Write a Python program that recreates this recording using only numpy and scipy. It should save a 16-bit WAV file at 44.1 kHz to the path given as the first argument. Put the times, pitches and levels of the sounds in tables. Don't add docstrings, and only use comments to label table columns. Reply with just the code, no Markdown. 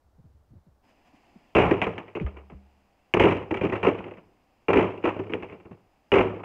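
import sys
import numpy as np
from scipy import signal
from scipy.fft import rfft, irfft
from scipy.io import wavfile
from scipy.ndimage import uniform_filter1d, minimum_filter1d, map_coordinates

SR = 44100
rng = np.random.default_rng(int(sys.argv[2]) if len(sys.argv) > 2 else 0)


def transcribe(u):
    v = np.clip(np.atleast_2d(u).T, -1, 1)
    q = np.round(v * 32767).astype(np.int16)
    wavfile.write(sys.argv[1], SR, q)


N = 284004

# (frequency [Hz], relative level [dB])
HISS_SPECTRUM = [(30, -7.5), (100, -8), (280, 6), (450, -7), (750, 4), (1400, -11.5), (2700, -5.5),
                 (3800, -23), (4900, -18), (5050, -9.5), (5200, -24.5), (7000, -24.5), (10000, -37),
                 (15000, -36.5)]
# (frequency [Hz], relative level [dB])
ICE_SPECTRUM = [(3000, -24.5), (4500, -4.5), (6200, 2.5), (8000, -15.5), (10000, -9), (15000, -29)]
# (time [s], tub thud [dB], tub boom [dB], wood [dB], edge crack [dB], clatter length [s])
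LANDING_IMPACTS = [(1.55, -15, -12.5, -19, -25, 0.05), (3.138, -14, -16, -21.5, -12, .11),
                   (4.683, -12, -25, -21, -40, 0.08), (6.118, -11, -20, -23, -19.5, 0.02)]
KNOCK_IMPACTS = [(1.562, -6, -18, -25.5, -42, 0.0018), (1.709, -9, -22, -22.5, -46, .002),
                 (1.8163, -26, -22, -21, -20.5, 0.0087), (1.865, -18.5, -25, -28.5, -55, 0.0024),
                 (1.9797, -28.5, -42, -35, -27.5, 0.0018), (2.08, -46, -64, -48, -49, .001),
                 (2.151, -24.5, -32, -35.5, -33, 0.0089), (2.199, -31.5, -46, -45.5, -38, 0.0015),
                 (2.264, -40, -64, -40.5, -43.5, 0.0083), (2.367, -40, -58, -44, -63, 0.0032),
                 (2.498, -44, -57, -48.5, -63, 0.0037), (3.198, -11, -10.5, -17, -18, .002),
                 (3.237, -9, -18, -31, -18.5, .002), (3.258, -16, -24, -31, -45, .008),
                 (3.508, -17.5, -22.5, -28.5, -38, 0.0058), (3.611, -18.5, -17, -31, -34, 0.036),
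                 (3.722, -21, -28, -27.5, -44, 0.022), (3.829, -20, -24, -25, -35.5, 0.026),
                 (3.866, -10, -39, -23, -31, 0.0098), (3.987, -34.5, -31, -40.5, -58, .002),
                 (4.042, -40, -37.5, -50.5, -41, 0.045), (4.11, -35.5, -47, -46, -55, 0.011),
                 (4.171, -59, -40.5, -51.5, -55, .002), (4.77, -26, -14.5, -27.5, -22, 0.014),
                 (4.826, -29, -25.5, -32, -42, 0.0015), (5.039, -16, -30, -26.5, -42, .03),
                 (5.085, -31, -46, -31.5, -33.5, .002), (5.16, -29.5, -31.5, -44.5, -57, .002),
                 (5.19, -19, -25, -36, -62, 0.0012), (5.296, -28.5, -41, -41.5, -52, 0.044),
                 (5.336, -21.5, -28, -37.5, -24.5, .004), (5.424, -30, -34, -37, -42, 0.0018),
                 (5.498, -40.5, -38.5, -49, -45, 0.041), (5.651, -41.5, -36.5, -51.5, -87, 0.0026),
                 (5.711, -43, -43, -48, -108, 0.0084), (6.153, -8.5, -30, -17.5, -47, 0.0022),
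                 (6.185, -19, -20.5, -24, -21, .025), (6.344, -41, -44, -48, -49, 0.053),
                 (6.434, -43, -63, -35.5, -56, 0.0016)]


def gain_of(db):
    return 10 ** (np.asarray(db) / 20)


def evened(x):
    return x / np.sqrt(np.mean(x ** 2) + 1e-20)


def read(points, hz):
    f, value = np.transpose(points)
    return np.interp(np.log(hz + 1), np.log(f), value)


def add(mix, s, sound):
    part = mix[max(round(s * SR), 0):][:len(sound)]
    part += sound[:len(part)]


def coloured(points):
    spectrum = rfft(rng.standard_normal(N))
    gain = gain_of(read(points, np.fft.rfftfreq(N, 1 / SR)))
    return evened(irfft(spectrum * gain, N))


def response(points, size=4096):
    log_gain = np.log(gain_of(read(points, abs(np.fft.fftfreq(size, 1 / SR)))))
    minimum_phase = np.exp(np.conj(signal.hilbert(log_gain)))
    taps = np.fft.ifft(minimum_phase).real[:size // 2]
    return taps / np.linalg.norm(taps)


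def background():
    # (frequency [Hz], relative level [dB])
    hush_spectrum = [(25, -4.5), (70, -3.5), (150, -11.5), (330, -13.5), (750, -12.5), (1500, -23),
                     (2500, -33), (5000, -34), (10000, -40), (15000, -39.5)]
    hush_db, hiss_db, swell_db = -69.5, -70, 1.2
    hiss_start_s, hiss_rise_s = 0.82, 0.026
    t = np.arange(N) / SR
    rates_hz = np.geomspace(.5, 14, 20)
    swell = evened(sum(np.sin(2 * np.pi * (f * t + rng.random())) / np.sqrt(f) for f in rates_hz))
    level_db = hiss_db + np.interp(t, (1.3, 2.3), [5, 0]) + swell_db * swell
    opening = np.clip((t - hiss_start_s) / hiss_rise_s, .05, 1)
    hush = gain_of(hush_db) * coloured(hush_spectrum)
    return hush + opening * gain_of(level_db) * coloured(HISS_SPECTRUM)


def ground(count=8):
    # (time [s], level [dB], starting pitch [Hz], length scale [s])
    ground_thumps = [(0.179, -47.5, 227, 0.069), (0.237, -48, 223, 0.076), (0.332, -52.5, 145, 0.11),
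                     (0.502, -49.5, 196, 0.074), (0.532, -46.5, 287, 0.024), (0.547, -44.5, 151, 0.078),
                     (0.661, -52, 280, 0.064), (1.134, -51, 360, 0.038), (1.355, -44.5, 304, 0.038),
                     (2.209, -23, 258, 0.053), (2.519, -39, 252, 0.052), (5.705, -38, 327, 0.06)]
    shuffle_end_s, shuffle_db, shuffle_hz, shuffle_length_s = 0.68, -57.5, 128, 0.15
    final_hz, pitch_fall_s, crunch_gain = 55, 0.0252, 0.29
    out = np.zeros(N)
    starts = (np.arange(count) + rng.random(count)) * shuffle_end_s / count
    shuffles = [(s, shuffle_db, shuffle_hz, shuffle_length_s) for s in starts]
    t = np.arange(SR // 4) / SR
    for s, db, hz, length in ground_thumps + shuffles:
        turns = np.cumsum(final_hz + (hz - final_hz) * np.exp(-t / pitch_fall_s)) / SR
        low_pass = signal.butter(2, hz, fs=SR, output="sos")
        crunch = evened(signal.sosfilt(low_pass, rng.standard_normal(len(t))))
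        age = t / (0.23 * length)
        envelope = (age * np.exp(1 - age)) ** 2
        add(out, s, gain_of(db) * envelope * (np.sin(2 * np.pi * turns) + crunch_gain * crunch))
    return out


def rustle():
    # (time [s], level [dB])
    pulls = [(.9, -62), (1.075, -61.5), (1.16, -64), (1.225, -69), (1.38, -68)]
    width_s = .025
    t = np.arange(N) / SR
    envelope = sum(gain_of(db) * np.exp(-((t - s) / width_s) ** 2) for s, db in pulls)
    return coloured(HISS_SPECTRUM) * envelope


def struck(blows, colour, db, delay, t60, rise, tail_db, tail_t60, grain, push, size=20000, count=4000):
    t, taps, out = np.arange(size) / SR, response(colour), np.zeros(N)
    dying = gain_of(-60 * t / tail_t60) * (1 - np.exp(-t / t60))
    early = t[:count]
    for s, level_db, soft in blows:
        lumps = np.repeat(rng.standard_normal(size // 150 + 1), 150)[:size]
        scatter = rng.standard_normal(size) * np.exp(grain * lumps)
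        envelope = gain_of(-60 * early / (t60 * soft)) * (1 - np.exp(-early / (rise * soft)))
        burst = scatter[:count] * envelope
        burst[0] += push * np.linalg.norm(burst)
        burst /= np.linalg.norm(signal.fftconvolve(burst, taps))
        tail = scatter * dying
        add(out, s + delay, gain_of(level_db + db) * burst)
        add(out, s + delay, gain_of(level_db + db + tail_db) * tail / np.linalg.norm(tail))
    return signal.oaconvolve(out, taps)[:N]


def ring(modes, hits, spread_db, rise, detune, size=50000):
    hz, mode_db, t60 = np.transpose(modes)
    t, out = np.arange(min(size, int(1.2 * t60.max() * SR))) / SR, np.zeros(N)
    decay = gain_of(mode_db[:, None] - 60 * t / t60[:, None])
    waves = decay * np.sin(2 * np.pi * hz[:, None] * t)
    waves *= 1 - np.exp(-t / rise)
    for s, db in hits:
        sound = gain_of(db + spread_db * rng.standard_normal(len(modes))) @ waves
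        if detune:
            stretch = np.exp(detune * rng.standard_normal())
            sound = map_coordinates(sound, [np.arange(len(t)) * stretch], order=3)
        add(out, s, sound)
    return out


def clatter(impacts, fall_db_per_s, count):
    rebound_s, jitter, spread_db = .017, .25, 3
    clack_over_wood_db = -1.5
    clack_per_crack = 0.16
    blows = []
    for s, thud_db, boom_db, wood_db, crack_db, length in impacts:
        gaps = rebound_s * np.exp(jitter * rng.standard_normal(count))
        ages = np.cumsum(gaps) - gaps[0]
        fade_db = -fall_db_per_s * np.maximum(ages - length, 0)
        luck_db = spread_db * rng.standard_normal((count, 4)) * (ages > 0)[:, None]
        clack_db = wood_db + clack_over_wood_db + clack_per_crack * (crack_db - wood_db)
        levels_db = np.array([thud_db, boom_db, wood_db, clack_db]) + fade_db[:, None] + luck_db
        blows.append(np.column_stack([s + ages, levels_db]))
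    return np.vstack(blows)


def rolling(count=14):
    # (start [s], end [s], thud level at the start [dB], thud level at the end [dB])
    rolls = [(1.662, 1.952, -32, -49.5), (3.521, 4.198, -24.5, -47.5), (4.901, 5.621, -40, -48.5)]
    over_thud_db = [0, -6, -6, -6]
    spread_db = 2.5
    blows = []
    for start, end, first_db, last_db in rolls:
        way = (np.arange(count) + rng.random(count)) / count
        path_db = first_db + (last_db - first_db) * way
        bump_db = path_db[:, None] + spread_db * rng.standard_normal((count, 4))
        blows.append(np.column_stack([start + (end - start) * way, bump_db + over_thud_db]))
    return np.vstack(blows)


def logs():
    # (frequency [Hz], relative level [dB])
    clack_spectrum = [(700, -36.5), (1500, -9), (2300, 0), (2800, -3.5), (3200, -12.5), (3600, -25),
                      (4400, -36), (6300, -37.5), (9000, -46.5), (15000, -80)]
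    knock_spectrum = [(300, -46.5), (560, 3), (760, 1), (1050, -1), (1400, -8.5), (1900, -23), (3200, -63),
                      (8000, -110)]
    thud_spectrum = [(130, -41.5), (230, -8.5), (315, -2), (380, 2), (470, -1), (620, -12.5), (900, -34.5),
                     (1500, -75.5), (5000, -120)]
    boom_spectrum = [(20, -35.5), (55, -8), (105, 2.5), (140, -2.5), (185, 4), (260, -8.5), (450, -41.5),
                     (900, -71.5), (4000, -120)]
    # (frequency [Hz], relative level [dB], decay time t60 [s])
    tub_modes = [(102, -11, .6), (172, -17, .45), (184, -15, .35), (242, -17, .4), (291, -16, .4),
                 (328, -9, .25), (380, -6, .28), (394, -14, .4), (466, -13, .22), (646, -24, .28),
                 (808, -22, .24), (940, -25, .28)]
    wood_modes = [(810, -4, .11), (945, -4, .1), (1060, -5, .08), (1296, -4, .08), (1655, -7, .06),
                  (1820, -5, .06), (1925, -4, .06), (2099, -3, .05), (2343, 0, .06), (2540, -2, .05),
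                  (2739, -1, .06)]
    wall_modes = [(363.6, -0.5, 0.084), (187, -4.5, .07)]
    landings = clatter(LANDING_IMPACTS, fall_db_per_s=160, count=16)
    knocks = clatter(KNOCK_IMPACTS, fall_db_per_s=800, count=4)
    s, thud_db, boom_db, wood_db, clack_db = np.vstack([landings, knocks, rolling()]).T
    knock_db = wood_db + 2
    softness = np.clip(gain_of(0.088 * (thud_db - clack_db)), .5, 1.5)
    clack = struck(zip(s, clack_db, softness), clack_spectrum, db=20.0, delay=.0002, t60=0.029,
                   rise=0.0066, tail_db=-7.5, tail_t60=0.37, grain=0.44, push=0.056)
    knock = struck(zip(s, knock_db, softness), knock_spectrum, db=22.5, delay=0.00058, t60=0.067,
                   rise=0.0045, tail_db=-10, tail_t60=0.41, grain=0.64, push=0.52)
    thud = struck(zip(s, thud_db, softness), thud_spectrum, db=21.0, delay=.003, t60=0.076,
                  rise=.0005, tail_db=-11.5, tail_t60=0.44, grain=0.4, push=0.49)
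    boom = struck(zip(s, boom_db, softness), boom_spectrum, db=17.5, delay=0.004, t60=0.021,
                  rise=0.0012, tail_db=-5.5, tail_t60=0.53, grain=.3, push=0.9)
    tub = ring(tub_modes, zip(s, thud_db), spread_db=4.0, rise=0.0088, detune=0)
    wood = ring(wood_modes, zip(s, (knock_db + clack_db) / 2), spread_db=3.5, rise=0.0023, detune=0.037)
    wall = ring(wall_modes, zip(s + .003, thud_db), spread_db=0.5, rise=0.004, detune=.07)
    ringing = gain_of(-2.5) * wall + gain_of(-13.5) * tub + gain_of(-5.5) * wood
    return clack + knock + thud + boom + ringing


def snap(hits, colour, db, decay, size=1500):
    age, out = np.arange(size) / SR / decay, np.zeros(N)
    for s, level_db in hits:
        envelope = age * np.exp(1 - age)
        add(out, s, gain_of(level_db + db) * envelope * rng.standard_normal(size))
    return signal.oaconvolve(out, response(colour))[:N]


def edges():
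    # (frequency [Hz], relative level [dB])
    crack_spectrum = [(300, -16), (900, -7), (1600, -6), (2300, 4), (2900, -1), (3300, -13), (3900, -39),
                      (5000, -45), (8000, -55.5), (15000, -82.5)]
    s, _, _, _, crack_db, _ = np.transpose(LANDING_IMPACTS + KNOCK_IMPACTS)
    ice_db = -23 + 1.9 * crack_db
    cracks = snap(zip(s, crack_db), crack_spectrum, db=4.0, decay=0.00049)
    return cracks + snap(zip(s, ice_db), ICE_SPECTRUM, db=1, decay=0.0024)


def spatter(per_s=900, fade=0.02, spread_db=3):
    over_wood_db = -30
    t, out = np.arange(SR // 4) / SR, np.zeros(N)
    left = np.exp(-t / fade)
    for s, _, _, wood_db, _, _ in LANDING_IMPACTS + KNOCK_IMPACTS:
        falls = rng.random(len(t)) < per_s * left / SR
        luck_db = spread_db * np.minimum(rng.exponential(1, len(t)), 3)
        add(out, s, falls * np.sqrt(left) * gain_of(wood_db + over_wood_db + luck_db))
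    tick = rng.standard_normal(400) * np.exp(-np.arange(400) / 90)
    tick /= np.linalg.norm(tick)
    return signal.oaconvolve(out, np.convolve(response(ICE_SPECTRUM), tick))[:N]


def barrow():
    # (time [s], level [dB])
    leg_rocks = [(2.244, -27), (2.548, -35.5)]
    # (frequency [Hz], relative level [dB], decay time t60 [s])
    frame_modes = [(64, 1.5, .22), (70.4, -3, 0.72), (198.6, -19, 0.6), (195, -30, 1.1)]
    return ring(frame_modes, leg_rocks, spread_db=4.5, rise=0.004, detune=0)


def scene():
    return (background() + ground() + rustle() + logs() + edges() + spatter() + barrow())[None]


def record(dry, size=260):
    ceiling_db, edge_hz = -6.7, 15700
    allowed = np.minimum(1, gain_of(ceiling_db) / (abs(dry) + 1e-9))
    limited = dry * uniform_filter1d(minimum_filter1d(allowed, size), size)
    low_pass = signal.firwin(511, edge_hz, window=("kaiser", 9), fs=SR)
    return signal.oaconvolve(limited, low_pass[None], "same")


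dry = scene()
out = record(dry)
transcribe(out)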